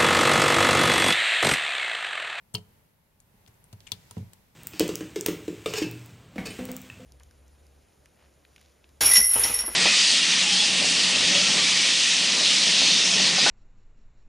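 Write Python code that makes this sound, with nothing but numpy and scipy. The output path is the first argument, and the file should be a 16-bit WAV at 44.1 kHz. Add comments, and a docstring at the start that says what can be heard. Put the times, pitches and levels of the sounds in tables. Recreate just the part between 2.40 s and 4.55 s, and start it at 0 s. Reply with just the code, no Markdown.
"""An outdoor deck by a house wall, a stereo pair of microphones close on a plastic tub.
A hand squeezes soft wet gel over the tub, then reaches down into it. Lumps land with a splat,
trap small bubbles and set the tub booming; the gel snaps and squelches in the fist.
Tub and wall throw back short echoes. Under it lie a quiet outdoor background,
a high microphone hiss and the faint rustle of the arm."""
import sys
import numpy as np
from scipy import signal
from scipy.fft import rfft, irfft, next_fast_len
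from scipy.io import wavfile

SR = 44100
rng = np.random.default_rng(int(sys.argv[2]) if len(sys.argv) > 2 else 0)


def materialize(psi):
    """Save the field psi as 16-bit PCM at rate SR to the path in sys.argv[1].

    A 1-D psi becomes a single channel; in a 2-D psi each row is a channel.
    """
    bounded = np.clip(np.atleast_2d(psi).T, -1, 1)
    quanta = np.round(bounded * 32767).astype(np.int16)
    wavfile.write(sys.argv[1], SR, quanta)


N = 94815
T = np.arange(N) / SR


def from_db(db):
    """Decibels to gain."""
    return 10 ** (np.asarray(db) / 20)


def at_hz(points, hz):
    """Reads a table on a log-frequency axis."""
    f, value = np.transpose(points)
    return np.interp(np.log(np.maximum(hz, 1)), np.log(f), value)


def gain_curve(points):
    """Gain over time from (time [s], level [dB]) rows."""
    return from_db(np.interp(T, *np.transpose(points)))


def noise(colour, likeness=0., tilt_db=0.):
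    """Stereo noise of rms 1 with a colour, a left-right likeness and a tilt per octave above 400 Hz."""
    size = next_fast_len(N)
    hz = np.maximum(np.arange(size // 2 + 1) * SR / size, 1)
    alike = at_hz(likeness, hz) if np.ndim(likeness) else likeness
    mid, side = rfft(rng.standard_normal((2, size)))
    spectrum = np.sqrt(1 + alike) * mid + np.sqrt(1 - alike) * side * np.array([[1], [-1]])
    shape_db = at_hz(colour, hz) + tilt_db * np.log2(np.maximum(hz, 400))
    x = irfft(spectrum * from_db(shape_db), size)[:, :N]
    return x / x.std()


def since(s):
    """Seconds since an onset, zero before it."""
    return np.maximum(T - s, 0)


def fade(t, t60):
    """Exponential decay, 60 dB down at t60."""
    return np.exp(-np.minimum(np.log(1000) * t / t60, 40))


def ring(s, hz, t60, rise=0.):
    """A dying sine whose pitch may rise by a share per second."""
    t = since(s)
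    return np.sin(2 * np.pi * hz * t * (1 + .5 * rise * t)) * fade(t, t60)


def pan(db):
    """Microphone gains, the left louder than the right by db."""
    return from_db(np.array([[.5], [-.5]]) * db)


def low_cut(x, hz, order):
    """High-pass filter."""
    return signal.sosfilt(signal.butter(order, hz, "high", fs=SR, output="sos"), x)


def pops(rows, rise=0., right_lag_s=.00005):
    """Small air pockets ring briefly and radiate no bass; the right microphone hears them later."""
    out = 0
    for s, hz, db, t60, pan_db in rows:
        pair = np.array([ring(s + lag, hz, t60, rise) for lag in (0, right_lag_s)])
        out += from_db(db) * pan(pan_db) * pair
    return low_cut(out, hz=3060, order=3)


def reflections(x, colour, t60, delay, likeness=0.):
    """Dense dying echoes of unit energy."""
    response = noise(colour, likeness) * fade(since(delay), t60) * (T > delay)
    response /= np.sqrt(np.sum(response ** 2, axis=1, keepdims=True))
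    return signal.fftconvolve(x, response, axes=1)[:, :N]


# outdoor background, with microphone hiss at the top: (frequency [Hz], level [dB])
BACKGROUND_COLOUR = [(15, -33), (28, -2.5), (100, -1), (135, -1), (200, -4.5), (320, -13.5), (560, -12),
                     (720, -15.5), (900, -11.5), (1200, -19), (2000, -18.5), (3200, -23.5), (5000, -26.5),
                     (8000, -28), (12500, -21.5), (16000, -29)]
# its level, dipping after the first splat and slowly recovering: (time [s], level [dB])
BACKGROUND_LEVEL = [(0, -65), (.35, -60.5), (.55, -66), (.78, -66), (1.0, -61.5), (1.4, -60.5),
                    (1.8, -58.5), (2.15, -64)]
# how alike it is at the two microphones: (frequency [Hz], likeness [0-1])
BACKGROUND_LIKENESS = [(30, 0.75), (120, 0.91), (350, 0.48), (1000, 0.023), (3000, 0.043), (16000, 0)]
def background():
    """Quiet outdoor background with a high microphone hiss."""
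    return gain_curve(BACKGROUND_LEVEL) * noise(BACKGROUND_COLOUR, BACKGROUND_LIKENESS)


# the arm over the tub: (time [s], level [dB])
RUSTLE_LEVEL = [(0, -94), (.9, -86), (1.1, -74), (1.25, -90), (1.45, -67.5), (1.57, -63), (1.70, -64.5),
                (1.79, -61), (1.87, -72), (2.15, -76.5)]
# its rustle: (frequency [Hz], level [dB])
RUSTLE_COLOUR = [(30, -16), (200, 2.5), (1000, -8.5), (2000, 0), (5000, -1.5), (8000, -5), (12000, -22.5),
                 (16000, -17.5)]
def arm_rustle():
    """The moving arm rustles faintly, most as it reaches down."""
    return gain_curve(RUSTLE_LEVEL) * noise(RUSTLE_COLOUR, likeness=.2)


# down in the tub: (time [s], pitch [Hz], level before low cut [dB], t60 [s], pan L-R [dB])
BUBBLES = [(0.1398, 8300, -42.5, .006, 14.5), (0.1427, 8570, -22.5, 0.0023, 16.5),
           (0.1493, 3076, -16.5, 0.026, 3.5), (0.1511, 4340, -16.5, .009, 1),
           (0.1520, 2730, -36, 0.034, 13), (0.1532, 5160, -21.5, 0.0052, 5), (0.1562, 4810, -28, 0.01, 3),
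           (0.1710, 2845, -32, 0.0045, 9.5), (1.5191, 3940, -12.5, 0.0029, 10.5),
           (1.5192, 6200, -24.5, 0.0058, 16), (1.5210, 3580, -21.5, 0.013, 5),
           (1.5230, 3334, -34.5, .028, 17), (1.5240, 4470, -36, 0.015, 13), (1.7106, 9060, -44, 0.01, 19.5),
           (1.9341, 7970, -42.5, 0.011, 6.5)]
def trapped_bubbles():
    """Air trapped by the lumps rings with a slightly rising pitch."""
    return pops(BUBBLES, rise=.8)


# lumps landing: (time [s], level [dB], t60 [s], tilt [dB/octave], pan L-R [dB])
SPLATS = [(0.1416, -46, 0.043, -7, 4), (0.1429, -38, 0.042, 3.5, 15), (0.1487, -28.5, 0.028, 1.5, 0),
          (0.18, -52.5, 0.06, -3, -6), (1.0763, -52.5, 0.038, -0.5, 5), (1.4054, -47.5, 0.01, -1.8, -3),
          (1.3282, -45, 0.027, -0.5, 4), (1.5184, -27, 0.021, 1.5, 0), (1.71, -39, 0.027, 2, 0.5),
          (1.7671, -43, 0.038, -7.5, -5), (1.7791, -45, 0.023, -3.5, -1), (1.933, -48.5, 0.028, 1, 1)]
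# spatter before each lump's tilt: (frequency [Hz], level [dB])
SPLAT_COLOUR = [(30, -51), (150, -10), (500, 2), (700, 0.5), (950, 1.5), (1300, -5.5), (1800, -6),
                (3000, -1), (5500, -1), (9000, -3), (12000, -7.5), (15000, -10.5), (16000, -5)]
def splats(attack_s=.00018, grain_db=5):
    """Each wet lump bursts into a short, grainy spatter."""
    out, grain_times = 0, T[::20]
    for s, db, t60, tilt_db, pan_db in SPLATS:
        t = since(s)
        grain = from_db(grain_db * np.interp(T, grain_times, rng.standard_normal(len(grain_times))))
        envelope = (1 - np.exp(-t / attack_s)) * fade(t, t60) * grain
        spatter = noise(SPLAT_COLOUR, likeness=.045, tilt_db=tilt_db)
        out += from_db(db) * pan(pan_db) * envelope * spatter
    return out


# blows on the tub: (time [s], boom [dB], upper boom [dB], walls [dB], hollow [dB], t60 factor [ratio])
BLOWS = [(0.1421, -21, -44, -38.5, -31.5, 0.2), (0.1490, -31.5, -34, -39, -37.5, 1.02),
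         (0.941, -54.5, -56, -65, -76, 0.77), (1.0778, -48.5, -56, -61, -74, 0.67),
         (1.3298, -35, -46.5, -61, -56, 0.96), (1.5186, -36, -42.5, -52, -45, .85),
         (1.7112, -44.5, -54, -58, -45, 0.61), (1.7680, -30.5, -38.5, -52.5, -51, 0.9),
         (1.7699, -31.5, -25, -44.5, -64, 0.84), (1.8007, -29.5, -35.5, -60.5, -71, 1.14),
         (1.8280, -34.5, -44, -54, -84, 0.42), (1.9343, -64, -64, -84, -87, 0.57)]
# the tub's four groups of modes: (frequency [Hz], relative level [dB], free t60 [s])
BOOM = [(96.8, -2.5, 0.26), (112.4, -5, 0.16)]
UPPER_BOOM = [(174.9, -4, 0.25), (204, -6.5, 0.26), (259, -17.5, 0.05)]
WALLS = [(335, -8.5, 0.117), (426.4, -0.5, 0.17), (479, -11, 0.055), (541, -16, 0.12), (713.5, -10.5, 0.12)]
HOLLOW = [(963.4, 2.5, 0.051), (1296, 1.5, .03)]
def tub_boom(attack_s=.0015, hand_rest_s=1.875):
    """Soft blows set the tub's floor, walls and hollow ringing; the gel and the resting hand damp them."""
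    out = np.zeros(N)
    hand_damping = fade(since(hand_rest_s), t60=.12)
    for s, *levels, t60_factor in BLOWS:
        envelope = (1 - np.exp(-since(s) / attack_s)) * (hand_damping if s < hand_rest_s else 1)
        for db, modes in zip(levels, (BOOM, UPPER_BOOM, WALLS, HOLLOW)):
            for hz, mode_db, t60 in modes:
                out += from_db(db + mode_db) * envelope * ring(s, hz, t60 * t60_factor)
    return low_cut(out, hz=94, order=4) * pan(0)


# in the fist: (time [s], pitch [Hz], level before low cut [dB], t60 [s], pan L-R [dB])
SNAPS = [(0.8026, 9040, -36.5, 0.0011, 9), (0.8043, 6900, -47.5, 0.0041, -6),
         (1.0632, 3300, -39, 0.0014, 13), (1.1425, 7600, -50, 0.0023, 9), (1.2418, 9500, -45.5, 0.0037, 20),
         (1.4051, 4500, -29, 0.00067, -7)]
def gel_snaps():
    """Tiny air pockets pop in the squeezed gel."""
    return pops(SNAPS)


# air forced out of the gel, left of centre: (time [s], level [dB])
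SPURTS = [(1.4675, -47.5), (1.4699, -40.5), (1.4722, -45), (1.4754, -43), (1.4844, -52), (1.49, -52)]
# its fizz: (frequency [Hz], level [dB])
FIZZ_COLOUR = [(1500, -19), (3200, 5), (5000, -6), (7000, 2), (9000, -4), (12000, -22)]
def squelch(start_hz=3440, end_hz=2270, fall_s=.0046):
    """Spurts fizz through a pocket whose pitch falls as it widens."""
    out, hiss = 0, from_db(-7) * noise(FIZZ_COLOUR)
    for s, db in SPURTS:
        hz = end_hz + (start_hz - end_hz) * np.exp(-(s - SPURTS[0][0]) / fall_s)
        fizz = hiss * fade(since(s), t60=.018) * (T > s)
        out += from_db(db) * (ring(s, hz, t60=.013) + fizz)
    return out * pan(11)


# echoes close by, inside the tub: (frequency [Hz], level [dB])
TUB_ECHO_COLOUR = [(200, 1), (1000, 0), (3200, -5.5), (6000, -11.5), (10000, -9), (16000, -2.5)]
# echoes from the house wall, farther off: (frequency [Hz], level [dB])
WALL_ECHO_COLOUR = [(200, -3.5), (900, 0), (1600, -2), (3000, -1), (5500, -4), (9000, -4), (16000, -12.5)]
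def echoes(bubbles, spatter, boom, snaps, squeeze, wall_delay_s=.012):
    """The wet sounds reflect in the tub and off the house wall; the boom leaves a low tail."""
    gel = spatter + from_db(3.5) * snaps + from_db(-3) * squeeze
    into_tub = gel + from_db(.5) * bubbles
    to_wall = gel + from_db(-9.5) * bubbles  # the tub shields its bubbles from the deck
    near = reflections(into_tub, TUB_ECHO_COLOUR, t60=.096, delay=.00035)
    far = reflections(to_wall, WALL_ECHO_COLOUR, t60=.38, delay=wall_delay_s)
    rumble = reflections(boom, [(100, .0055), (16000, 0)], t60=.32, delay=wall_delay_s, likeness=.7)
    return from_db(-8.5) * near + from_db(-23) * far + from_db(-16) * rumble


def scene():
    """At the microphones: background and arm underneath, gel and tub up close, their echoes behind."""
    bed = background() + arm_rustle()
    close = trapped_bubbles(), splats(), tub_boom(), gel_snaps(), squelch()
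    return bed + sum(close) + echoes(*close)


def record(dry, cutoff_hz=15750):
    """A steep low-pass on both microphones cuts the top."""
    return signal.sosfilt(signal.ellip(10, .1, 70, cutoff_hz, fs=SR, output="sos"), dry)


dry = scene()
out = record(dry)
materialize(out)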